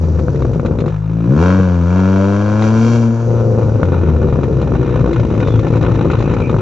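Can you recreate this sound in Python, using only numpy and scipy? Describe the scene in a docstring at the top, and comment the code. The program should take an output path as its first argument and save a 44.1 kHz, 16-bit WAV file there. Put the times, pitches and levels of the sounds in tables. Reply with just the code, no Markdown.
"""Crackle and burble from the open exhaust of a four-cylinder car, heard beside the pipe as it drives.
The throttle opens and the engine pulls hard up the revs, each firing a pressure front that rings
the pipe. Then it lifts again: unburnt fuel goes off in the pipe in irregular pops as the revs sink.
The turbo whistles faintly over a low rush of wind and tyres."""
import sys
import numpy as np
from scipy import signal
from scipy.fft import rfft, irfft
from scipy.io import wavfile
from scipy.ndimage import uniform_filter1d

SR = 44100
rng = np.random.default_rng(int(sys.argv[2]) if len(sys.argv) > 2 else 0)


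def to_wav(sig):
    """Store sig (one row per channel, or 1-D mono) as 16-bit WAV at the path in sys.argv[1].

    Samples outside -1..1 are clipped; the rate is SR.
    """
    pcm = np.clip(np.atleast_2d(sig), -1, 1) * 32767
    pcm = np.round(pcm).astype(np.int16)
    wavfile.write(sys.argv[1], SR, pcm.T)  # frames by channels


N = 291501
TIME = np.arange(N) / SR


def gain_of(db):
    return 10 ** (np.asarray(db) / 20)


def spectrum_at(points, hz):
    """Spectrum table, interpolated over log frequency."""
    points_hz, values = np.transpose(points)
    return np.interp(np.log(hz + 1), np.log(points_hz + 1), values)


def curves(rows):
    """Each column of a time table, per sample."""
    s, *columns = np.transpose(rows)
    return [np.interp(TIME, s, column) for column in columns]


def ramp(centre_s, length_s):
    """Linear rise from 0 to 1."""
    return np.clip((TIME - centre_s) / length_s + .5, 0, 1)


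def swells(rows):
    """Sum of bell-shaped gains."""
    return sum(gain_of(db) * np.exp(-((TIME - s) / half_s) ** 2) for s, half_s, db in rows)


def noise(size=N):
    return rng.standard_normal(size)


def smooth(x, size):
    return uniform_filter1d(uniform_filter1d(x, size), size)


def wander(size=4000):
    """Slow random drift, unit deviation."""
    drift = smooth(noise(), size)
    return drift / drift.std()


def steady(x, size=4400):
    """Holds the running RMS at 1; fast throbs stay."""
    return x / np.sqrt(abs(smooth(x ** 2, size)) + 1e-12)


def through(x, response):
    return signal.oaconvolve(x, response)[:N]


def ring(x, colour, size=4096):
    """Minimum-phase filter from a spectrum table; impulse response scaled to peak 1."""
    hz = abs(np.fft.fftfreq(2 * size, 1 / SR))
    log_gain = np.log(gain_of(spectrum_at(colour, hz)))
    response = np.fft.ifft(np.exp(np.conj(signal.hilbert(log_gain)))).real[:size]
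    return through(x, response / abs(response).max())


def clicks(times, strengths):
    """One impulse at each time."""
    at = np.clip(np.round(times * SR).astype(int), 0, N - 1)
    return np.bincount(at, strengths * (at < N - 1), N)


def puff(decay_s, size=3000):
    """Gas puff envelope: quick rise, exponential fall."""
    t = np.arange(size) / SR
    return np.exp(-t / decay_s) * (1 - np.exp(-t / 0.0013))


def eddies(pulses, decay_s):
    """A puff of turbulent noise behind each pulse."""
    return through(pulses, puff(decay_s)) * noise()


def echo(x, delay_s, share):
    """Adds one reflection."""
    return x + share * np.interp(TIME - delay_s, TIME, x, left=0)


def stereo_noise(colour):
    """Independent coloured noise in each channel, unit RMS."""
    return np.array([steady(ring(noise(), colour)) for _ in range(2)])


# Wind and tyre spectrum. Each row: frequency in Hz, relative level in dB.
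ROAD_COLOUR = [(20, -22), (45, -35), (100, -34), (300, -4.5), (600, -14.5), (1400, -11.5), (2000, -27),
               (6000, -43.5), (8000, -42), (11000, -99.5)]

def road(level_db=-42):
    """Steady rush of wind and tyres."""
    return gain_of(level_db) * stereo_noise(ROAD_COLOUR)


# Rotor spooling up and running down. Each row: time in seconds, whistle pitch in Hz.
TURBO_PITCH = [(2.4, 5300), (2.65, 6100), (2.95, 6900), (3.7, 5500), (5.47, 3590), (5.8, 2830),
               (6.62, 2330)]
# Whistle swells. Each row: centre in seconds, half length in seconds, level in dB.
WHISTLES = [(5.5, 0.08, -45), (6.25, 0.047, -40), (6.44, 0.046, -34.5)]
# Boost escaping at the lift. Each row: centre in seconds, half length in seconds, level in dB.
BOOST_VENTS = [(3.25, 0.25, -55.5)]

def turbo(rows, width_hz):
    """Noise band that follows the rotor: a breathy whistle when narrow, a hiss when wide."""
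    lowpass = signal.butter(2, width_hz, fs=SR, output="sos")
    flutter = signal.sosfilt(lowpass, noise() + 1j * noise())
    rotor = np.exp(2j * np.pi * np.cumsum(curves(TURBO_PITCH)[0]) / SR)
    return swells(rows) * steady((flutter * rotor).real)


OPEN_S, SHUT_S, RELIGHT_S = .895, 3.14, 3.26  # throttle opens, shuts; fuel catches in the pipe

def afterburn(catch_s=.035):
    """Share (0-1) of the burning that happens in the pipe instead of the cylinders."""
    return 1 - ramp(OPEN_S, catch_s) + ramp(RELIGHT_S, catch_s)


# Engine speed. Each row: time in seconds, firing rate in Hz.
FIRING_RATE = [(0.0, 84.9), (0.25, 75.2), (0.53, 60.5), (0.95, 51.0), (1.26, 56.9), (1.44, 88.9),
               (1.58, 95.4), (1.68, 90.2), (1.83, 84.8), (1.97, 92.8), (2.2, 97.0), (2.72, 110.4),
               (2.94, 117.1), (3.1, 114.4), (3.29, 116.8), (3.77, 108.7), (3.88, 91.0), (4.27, 71.7),
               (4.5, 69), (4.9, 61.7), (5.33, 55), (5.95, 55.3), (6.15, 56.8), (6.62, 54)]
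# Load with the throttle open. Each row: time in seconds, effort in dB relative to full.
EFFORT = [(.9, -17), (1.0, -28.5), (1.21, -22.5), (1.33, -15.5), (1.39, -5.5), (1.47, 0), (1.65, -7.5),
          (1.81, -12.5), (1.96, -6), (2.2, -4.5), (2.48, -5.5), (2.65, -4), (2.98, -6), (3.1, -12),
          (3.25, -12)]

def pulling(db, per_effort, per_octave_db):
    """Layer gain under load: db at full effort and 100 firings a second, sloped by effort and revs."""
    octaves = np.log2(curves(FIRING_RATE)[0] / 100)
    return (1 - afterburn()) * gain_of(db + per_effort * curves(EFFORT)[0] + per_octave_db * octaves)


def gas_heat(lag_s=0.049, full_heat=0.4):
    """Exhaust gas heat trails the effort."""
    pole = np.exp(-1 / (lag_s * SR))
    burn = (1 - afterburn()) * gain_of(curves(EFFORT)[0])
    return full_heat * signal.lfilter([1 - pole], [1, -pole], burn)


# Off-throttle mix. Each row: time in seconds, then burble, crackle, rasp and hiss levels in dB.
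COAST_LEVELS = [(0, -19, -45, -55, -52.5), (.45, -16, -40, -52, -53.5), (.88, -16.5, -40, -60, -61.5),
                (3.25, -15.5, -31, -46.5, -51.5), (3.65, -13.5, -32, -46.5, -52),
                (3.85, -14, -34.5, -47.5, -54.5), (4.2, -14.5, -35.5, -46.5, -56),
                (5.4, -15.5, -31.5, -40.5, -53), (6.6, -14.5, -31.5, -42.5, -54)]

def coasting():
    """Gains of burble, crackle, rasp and hiss off the throttle."""
    return afterburn() * gain_of(curves(COAST_LEVELS))


def firings(cycles, misfire, scatter_s=.0013, spread_db=7.0):
    """One exhaust pulse per cycle; misfire scatters its timing and strength."""
    at = np.flatnonzero(np.diff(np.floor(cycles)) > 0)
    jitter, luck, flame = rng.standard_normal((len(at), 3)).T
    erratic = misfire[at]
    times = at / SR + scatter_s * erratic ** 2 * jitter
    cylinder = np.arange(len(at)) % 4
    luck_db = spread_db * erratic * np.minimum(luck, 1.4)
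    return times, cylinder, luck_db, flame, erratic


# Pipe hoots. Each row: centre in seconds, half length in seconds, pitch in Hz, level in dB.
HOOTS = [(4.237, .09, 376.4, -22), (4.243, 0.038, 481, -28), (4.518, .06, 427, -23.5),
         (4.764, .08, 378, -24), (4.958, 0.19, 481.5, -29.5), (5.14, 0.047, 331, -21.5),
         (5.613, .07, 340, -26), (5.96, 0.091, 333.2, -21.5), (6.122, 0.037, 331.7, -24.5)]

def hoots(waver_hz=4):
    """Short wavering tones, as when a sinking engine order meets a pipe resonance."""
    drift_hz = waver_hz * wander(size=1500)
    out = np.zeros(N)
    for s, half_s, hz, db in HOOTS:
        out += swells([(s, half_s, db)]) * np.sin(2 * np.pi * np.cumsum(hz + drift_hz) / SR)
    return np.sqrt(2) * out


# Drone after the lift. Each row: centre in seconds, half length in seconds, level in dB.
DRONE_SWELLS = [(3.47, 0.27, -20)]
# Pipe response to that burn. 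Each row: frequency in Hz, relative level in dB.
DRONE_COLOUR = [(30, -14), (58, -3), (85, 9), (115, 0), (143, 6), (200, -5), (300, -5), (380, -1), (440, 5),
                (515, 10), (575, 3), (640, -18), (700, -3), (820, -28), (3000, -69.5)]

def drone(times, cylinder, size=3000):
    """One cylinder's long late burn rings the pipe at a quarter of the firing rate."""
    burn = noise(size) * puff(.025, size)
    drive = through(clicks(times, cylinder == np.argmax(LATE_BURN_DB)), burn)
    return afterburn() * swells(DRONE_SWELLS) * steady(ring(drive, DRONE_COLOUR))


# Growls as the throttle opens and as the revs sink.
# Each row: centre in seconds, half length in seconds, level in dB.
GROWLS = [(1.15, 0.11, -29), (1.34, 0.11, -16.5), (4.0, 0.18, -41), (4.8, 0.25, -26), (5.85, 1, -23.5)]
# Middle pipe resonances. Each row: frequency in Hz, relative level in dB.
GROWL_COLOUR = [(130, -28), (190, -10.5), (230, 1), (280, 2.5), (335, 0), (400, -6), (490, -11.5),
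                (560, -8), (640, -29), (1500, -40.5), (4000, -69.5)]

def growl(cycles):
    """Nearly regular firings throb in the pipe's middle resonances."""
    times, _, luck_db, _, _ = firings(cycles, misfire=np.full(N, .3))
    pulses = clicks(times, gain_of(luck_db))
    drive = .52 * steady(eddies(pulses, decay_s=.0023)) - steady(pulses)
    return swells(GROWLS) * steady(ring(drive, GROWL_COLOUR))


# Booms while coasting. Each row: centre in seconds, level in dB.
SURGES = [(4.569, -23), (4.817, -16.5), (4.996, -15.5), (5.196, -11), (5.392, -13), (5.574, -10.5),
          (5.772, -12), (5.933, -12), (6.194, -15.5), (6.382, -14), (6.566, -17.5)]

def surges(firing_hz, half_s=0.0548, sag=0.029):
    """The pipe booms near twice the firing rate; each boom sags in pitch as it passes."""
    out = np.zeros(N)
    for s, db in SURGES:
        age = np.clip((TIME - s) / half_s, -5, 5)
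        cycles = np.cumsum(2 * firing_hz * (1 - sag * age)) / SR + rng.random()
        out += np.sqrt(2) * gain_of(db) * np.exp(-age ** 2) * np.sin(2 * np.pi * cycles)
    return out


# Low pipe resonances. Each row: frequency in Hz, level at full effort in dB.
HUM_COLOUR = [(52, -23.5), (62, -24), (72, -18), (78, -9.5), (88, -13), (101, -18.5), (115, -15.5),
              (130, -4), (150, -10.5), (165, -10.5), (174, -14), (188, -10.5), (208, -15.5), (228, -9.5),
              (255, -23), (295, -28.5), (345, -39.5), (460, -30.5)]
# Load response of orders 1 to 4. Each row: dB per dB of effort, off-throttle change in dB.
ORDER_LOAD = [(.17, -5), (.22, -10.5), (.23, -22.5), (.7, -17)]

def hum(cycles, firing_hz, suction_cycles=0.552, pedal_s=.08):
    """The lowest orders sweep the pipe's resonances and line up in the suction after each pulse."""
    throttle = ramp(OPEN_S, pedal_s) - ramp(SHUT_S, pedal_s)
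    effort_db = curves(EFFORT)[0]
    out = np.zeros(N)
    for order, (per_effort, shut_db) in enumerate(ORDER_LOAD, 1):
        load_db = throttle * per_effort * effort_db + (1 - throttle) * shut_db
        gain = gain_of(spectrum_at(HUM_COLOUR, order * firing_hz) + load_db)
        out -= gain * np.cos(2 * np.pi * order * (cycles - suction_cycles))
    return np.sqrt(2) * out


# Thud of a burn in the pipe. Each row: frequency in Hz, relative level in dB.
THUMP_COLOUR = [(20, -22), (40, -9), (65, 2.5), (110, 2.5), (160, 4), (200, -4.5), (280, -6.5), (360, -5.5),
                (430, -7.5), (520, -5), (590, -16.5), (680, -20.5), (1400, -41), (2000, -49.5), (8000, -78)]
# Engine stumbles under load. Each row: centre in seconds, half length in seconds, level in dB.
STUMBLES = [(1.595, 0.021, -18.5)]

def burble(times, strengths, misfire):
    """Late burns thud in the pipe, bounce off its far end and leave the gas churning."""
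    pulses = clicks(times, strengths)
    stumble = swells(STUMBLES)
    churn = (misfire + 5 * stumble) * steady(eddies(pulses, decay_s=0.043))
    thuds = ring(steady(pulses) + churn, THUMP_COLOUR)
    gain = coasting()[0] + stumble + pulling(db=-21.0, per_effort=0.42, per_octave_db=15.0)
    return gain * steady(echo(thuds, delay_s=0.00852, share=0.19), size=2400)


def buffet(relative_db=-15):
    """Churning gas off the throttle buffets each channel separately, following the burble level."""
    return gain_of(relative_db) * coasting()[0] * stereo_noise(THUMP_COLOUR)


def hot_ring(x, colour, stretch=0.2):
    """Sound is faster in hot gas: heat crossfades to higher pipe resonances."""
    heat, steps = gas_heat(), np.linspace(0, 1, 3)
    out = np.zeros(N)
    for step, weights in zip(steps, np.eye(3)):
        raised = [(hz * (1 + stretch * step), db) for hz, db in colour]
        out += np.interp(heat, steps, weights) * ring(x, raised)
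    return out


def plume(x):
    """An echo through the turbulent plume drifts in delay, so overtones swell and break up."""
    return echo(x, delay_s=.00216 + .00004 * wander(), share=.38)


def gas_noise(pulses, decay_s, flow):
    """Turbulence from pulsed puffs on top of a constant flow, unit RMS."""
    envelope = steady(through(pulses, puff(decay_s))) + flow
    return steady(envelope * noise())


# Four spectra of the jet at the pipe's lip. Each row: frequency in Hz, relative level in dB.
CRACK_COLOUR = [(200, -50), (500, 4.5), (700, 9), (950, 9), (1200, 11), (1350, 6), (1480, 7.5),
                (1650, -4.5), (1900, -26), (2380, -12.5), (3200, -43), (4000, -26.5), (7000, -90),
                (10000, -65)]
BRASS_COLOUR = [(1500, -32.5), (1900, -18.5), (2150, -1.5), (2330, 6.5), (2450, 4), (2560, -7), (2750, 3.5),
                (2860, -5.5), (2960, -9), (3200, 0.5), (3520, -13.5), (3760, -6), (4000, -13.5),
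                (4500, -7.5), (5300, -39)]
RASP_COLOUR = [(1200, -55), (1750, 11.5), (1920, 0.5), (2150, 4), (2280, 0), (2430, 8), (2620, 2),
               (2850, 1), (3250, -6), (3600, -4.5), (3950, 0), (4300, -17), (5200, -48.5)]
HISS_COLOUR = [(3600, -14.5), (4500, -8), (5250, -10), (5800, -3), (6300, -8), (6900, -10), (7300, -16),
               (7900, -22.5), (8400, -38), (10000, -34.5), (11000, -64.5)]
# Extra gas as the throttle bites and at full boost.
# Each row: centre in seconds, half length in seconds, level in dB.
SPILLS = [(1.42, 0.018, -48.5), (2.66, 0.035, -45.5), (2.89, 0.13, -43)]

def jet(times, strengths, misfire):
    """Each pulse cracks at the lip, rings brassily under load and drags rasp and hiss behind it."""
    pulses = clicks(times, strengths)
    fronts = -steady(pulses)
    bunching = gain_of(3 * wander(size=2000) - 1)
    # erratic or feeble firing tears the fronts into noise
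    feeble = (1 - afterburn()) * np.clip(-curves(EFFORT)[0] / 20, 0, 1) ** 3
    crackle_tear = (1.6 * misfire ** 1.4 + 2 * feeble) * gas_noise(pulses, decay_s=.005, flow=.2)
    brass_tear = (1.6 * misfire ** 1.5 + 2 * feeble) * gas_noise(pulses, decay_s=.003, flow=.3)
    crackle = plume(hot_ring(fronts + crackle_tear, CRACK_COLOUR))
    brass = plume(ring(fronts + brass_tear, BRASS_COLOUR))
    rasp = hot_ring(gas_noise(pulses, decay_s=0.004, flow=0.94), RASP_COLOUR)
    hiss = ring(gas_noise(np.sqrt(pulses), decay_s=0.0047, flow=1.0), HISS_COLOUR)

    _, crackle_coast, rasp_coast, hiss_coast = coasting()
    spill = swells(SPILLS)
    crackle_gain = bunching * crackle_coast + pulling(db=-21.0, per_effort=1.21, per_octave_db=-7.0)
    brass_gain = spill + pulling(db=-36.5, per_effort=1.38, per_octave_db=-4.5)
    rasp_gain = bunching * rasp_coast + pulling(db=-41, per_effort=0.8, per_octave_db=-9)
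    hiss_gain = hiss_coast + spill + pulling(db=-42.5, per_effort=0.73, per_octave_db=1.0)
    return (crackle_gain * steady(crackle) + brass_gain * steady(brass)
            + rasp_gain * steady(rasp) + hiss_gain * steady(hiss))


# Pipe response under throttle. Each row: frequency in Hz, relative level in dB.
BARK_COLOUR = [(200, -11.5), (290, 11), (370, 10.5), (560, 10.5), (680, 6), (800, 1), (950, 3), (1200, -2),
               (1450, -14.5), (1700, -5), (1900, -57), (2450, -20.5), (3500, -40), (8000, -67)]

def bark(times, strengths, round_trip_s=0.00465, hot_speedup=0.9):
    """Under load each firing leaves as a steep front; its echo wavers and returns sooner in hot gas."""
    pulses = clicks(times, strengths)
    drive = .45 * steady(eddies(pulses, decay_s=.0035)) - steady(pulses)
    delay_s = round_trip_s / (1 + hot_speedup * gas_heat()) + .0002 * wander()
    pipe = echo(ring(drive, BARK_COLOUR), delay_s, share=.25)
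    return pulling(db=-16.0, per_effort=1.0, per_octave_db=-3.0) * steady(pipe)


# Backfires. Each row: start in seconds, then crack, thump and sizzle levels in dB before trim.
BACKFIRES = [(0.191, -13.5, -21, -30), (0.282, -7.5, -15.5, -41), (0.357, -20, -23.5, -29.5),
             (0.422, -10, -15.5, -30), (0.451, -10, -12, -47), (0.533, -20, -21, -30),
             (0.559, -23.5, -14.5, -44), (0.596, -10, -17, -32.5), (0.659, -12, -19.5, -23.5),
             (0.711, -17, -14, -56.5), (0.786, -15, -26.5, -26.5), (0.803, -18.5, -21.5, -24),
             (0.821, -24, -14, -46), (0.84, -17, -17.5, -44), (0.859, -12.5, -30, -28.5),
             (0.879, -11.5, -23, -27), (0.898, -24, -22.5, -40), (1.994, -12.5, -31.5, -28),
             (2.621, -6, -27.5, -18), (3.798, -17, -16.5, -36), (3.83, 0.5, -11.5, -26),
             (3.851, -14, -22.5, -32), (4.218, -13, -16.5, -41), (4.245, -18.5, -13.5, -48),
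             (4.286, -13, -17, -38), (4.358, -14.5, -19.5, -39), (4.389, -15, -11, -58),
             (4.432, -10.5, -22, -24), (4.615, -10, -20, -25), (4.719, -8.5, -14, -34),
             (4.754, -10, -15.5, -36), (4.961, -14, -11.5, -38), (5.013, -14.5, -16, -33),
             (5.043, -8, -13, -56), (5.075, -9, -12.5, -35), (5.094, -13, -14, -42),
             (5.13, -16.5, -19.5, -22), (5.197, -17.5, -25.5, -24.5), (5.313, -15, -14.5, -36),
             (5.35, -12.5, -23, -30), (5.401, -13, -18.5, -22), (5.472, -10, -21, -20.5),
             (5.483, -14, -19, -31), (5.504, -13.5, -21, -30), (5.557, -17, -23.5, -30),
             (5.591, -12, -21, -23), (5.679, -19.5, -20, -25.5), (5.728, -19, -13.5, -31),
             (5.751, -14, -25, -35.5), (5.768, -10, -30, -25.5), (5.824, -13.5, -22.5, -21.5),
             (5.837, -6.5, -15, -38), (5.872, -14.5, -24, -46.5), (5.894, -9.5, -19, -33),
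             (5.912, -12, -21.5, -31.5), (5.948, -14.5, -24.5, -26), (5.986, -15, -25.5, -34.5),
             (6.055, -11, -11.5, -40), (6.074, -14, -17, -45), (6.112, -14.5, -22, -22),
             (6.147, -13, -17, -43), (6.188, -16.5, -21.5, -24.5), (6.207, -14, -18.5, -28),
             (6.225, -12.5, -26, -27), (6.318, -20, -17.5, -29), (6.337, -8.5, -18, -23),
             (6.503, -12, -15, -31.5), (6.542, -6, -15, -49), (6.564, -9, -19.5, -41)]
# Spectra of the snap and of the flame ringing the pipe's tip. Each row: frequency in Hz, relative level in dB.
SNAP_COLOUR = [(600, -16.5), (1800, 18.5), (2400, 11.5), (3300, -3.5), (4000, 6), (4600, -9.5),
               (7000, -36.5), (10000, -36.5)]
SIZZLE_COLOUR = [(1200, -30.5), (1750, 2.5), (2200, 6), (2500, 3.5), (3000, -4), (3500, -3), (3800, 0.5),
                 (4050, 0), (4400, -11), (6000, -12), (7200, -13), (8400, -43.5)]

def backfires(thump_trim_db=11, crack_trim_db=-5.0, sizzle_trim_db=-8.0, snap_trim_db=-15, tear=0.17):
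    """A charge goes off in the pipe: a thump, a torn crack and the sizzle of the flame."""
    start_s, crack_db, thump_db, sizzle_db = np.transpose(BACKFIRES)
    thumps = ring(clicks(start_s, gain_of(thump_db + thump_trim_db)), THUMP_COLOUR)
    fronts = clicks(start_s + 0.00067, gain_of(crack_db + crack_trim_db))
    cracks = ring(tear * eddies(fronts, decay_s=0.0014) - fronts, CRACK_COLOUR)
    # the strongest fronts add a bright snap
    snaps = -gain_of(snap_trim_db) * ring(fronts ** 1.5, SNAP_COLOUR)
    flares = through(clicks(start_s, gain_of(sizzle_db + sizzle_trim_db)), puff(0.0088))
    sizzle = flares * steady(ring(noise(), SIZZLE_COLOUR))
    return thumps + cracks + snaps + sizzle


# Single engine overtones briefly swell or fade as the revs climb.
# Each row: centre in seconds, half length in seconds, engine order, change in dB.
ORDER_SWELLS = [(1.345, .04, 1, -10), (1.05, .16, 2, 3), (1.0, .12, 3, -4), (.96, .08, 4, -4),
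                (1.19, .06, 4, 3), (1.39, .05, 3, -5), (1.67, .05, 3, -5), (1.9, .05, 3, -7),
                (1.54, .08, 4, -8), (2.3, .08, 4, 4), (2.48, .1, 4, -7), (1.41, .05, 5, 4),
                (2.03, .1, 5, -4), (2.82, .07, 5, -9), (1.7, .08, 6, 5), (2.18, .18, 6, 6),
                (2.25, .1, 7, 7), (2.62, .08, 7, 8)]

def swell_orders(x, cycles, size=1800):
    """Isolates single engine orders and briefly swells or fades each."""
    out = x.copy()
    for s, half_s, order, db in ORDER_SWELLS:
        carrier = np.exp(2j * np.pi * order * cycles)
        partial = 2 * (carrier * smooth(x / carrier, size)).real
        bell = np.exp(-((TIME - s) / half_s) ** 2)
        out += (gain_of(db * bell) - 1) * partial
    return out


# Bodywork shading. Each row: frequency in Hz, left minus right in dB.
STEREO_BALANCE = [(60, 4), (170, 2.6), (280, 3), (400, 5.2), (540, 6.5), (660, 0), (770, -3), (930, 1.5),
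                  (1130, 0), (1620, 4), (2100, -1), (2400, 2), (3100, 0), (7000, 3.5)]
# Bodywork delay. Each row: frequency in Hz, left phase lead in radians.
STEREO_PHASE = [(60, 0), (330, 0), (450, -.55), (560, -.95), (700, -1.3), (850, .5), (1000, 0), (1700, -.5),
                (2150, .4), (2600, -.4), (4300, 0), (5100, -.6), (6000, -.1)]

def bodywork(x, size=1500):
    """Panels shade and delay the two channels differently and scatter the treble."""
    hz, spectrum = np.fft.rfftfreq(N, 1 / SR), rfft(x)
    left = gain_of(spectrum_at(STEREO_BALANCE, hz) / 2) * np.exp(.5j * spectrum_at(STEREO_PHASE, hz))
    right = 1 / left
    direct = spectrum * np.array([left, right]) / abs((left + right) / 2)
    panels = noise(size) * puff(.006, size)
    scatter = .02 + .22 * hz / (hz + 600) + .42 * hz / (hz + 6000)
    diffuse = spectrum * rfft(panels / np.linalg.norm(panels), N) * scatter
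    return irfft(direct + np.array([diffuse, -diffuse]), N)


# Normal and late burns. Each entry: a cylinder's strength in dB before compression, in firing order.
NORMAL_BURN_DB = [0.75, 10.2, 8, 9]
LATE_BURN_DB = [-2, 10, -13, -13]
# Erratic firing under load. Each row: time in seconds, misfire amount 0-1.
PULL_MISFIRE = [(1.3, .3), (1.6, .32), (1.85, .38), (2.08, .19), (2.28, .19), (2.42, .34), (2.62, .24),
                (2.85, .38)]
# Erratic firing off the throttle. Each row: firing rate in Hz, misfire amount 0-1.
COAST_MISFIRE = [(65, 1), (105, .8), (116, .45)]

def engine():
    """One crankshaft times the exhaust layers; hoots and turbo join them."""
    firing_hz, in_pipe = curves(FIRING_RATE)[0], afterburn()
    coast_misfire = np.interp(firing_hz, *np.transpose(COAST_MISFIRE))
    misfire = (1 - in_pipe) * curves(PULL_MISFIRE)[0] + in_pipe * coast_misfire
    cycles = np.cumsum(firing_hz) / SR
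    times, cylinder, luck_db, flame, erratic = firings(cycles, misfire)
    # a backfire uses up the fuel of a firing that coincides with it
    backfire_gap_s = abs(times[:, None] - np.transpose(BACKFIRES)[0]).min(1)
    unspent = np.clip(backfire_gap_s / 0.0012, .15, 1)
    normal_burns = gain_of(np.take(NORMAL_BURN_DB, cylinder) + luck_db + (.8 + 1.9 * erratic) * flame)
    # off the throttle at high revs, one cylinder dominates
    imbalance = np.interp(times, TIME, .1 + in_pipe * np.interp(firing_hz, [90, 110], [.1, .22]))
    late_burns = gain_of(np.take(LATE_BURN_DB, cylinder) * imbalance + luck_db) * unspent
    # fronts vary little in a clean pull, more when firing is erratic
    fronts = normal_burns ** (.35 + .25 * erratic) * gain_of(2 * np.sqrt(erratic) * flame) * unspent
    low = hum(cycles, firing_hz) + surges(firing_hz) + burble(times, late_burns, misfire)
    middle = drone(times, cylinder) + growl(cycles) + hoots()
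    high = bark(times, normal_burns ** 0.25) + jet(times, fronts, misfire)
    boost = turbo(WHISTLES, width_hz=100) + turbo(BOOST_VENTS, width_hz=280)
    return swell_orders(low + middle + high + boost, cycles)


def scene():
    """Engine and backfires off the bodywork, over gas buffeting and road noise."""
    return bodywork(engine() + backfires()) + buffet() + road()


def record(dry, knee=.62, headroom=.34, cutoff_hz=9800):
    """Soft-clips peaks above the knee, then low-passes."""
    over = np.maximum(abs(dry) - knee, 0)
    rounded = dry - np.sign(dry) * (over - headroom * np.tanh(over / headroom))
    lowpass = signal.firwin(255, cutoff_hz, window=("kaiser", 9), fs=SR)
    return signal.oaconvolve(rounded, lowpass[None], "same")


dry = scene()
out = record(dry)
to_wav(out)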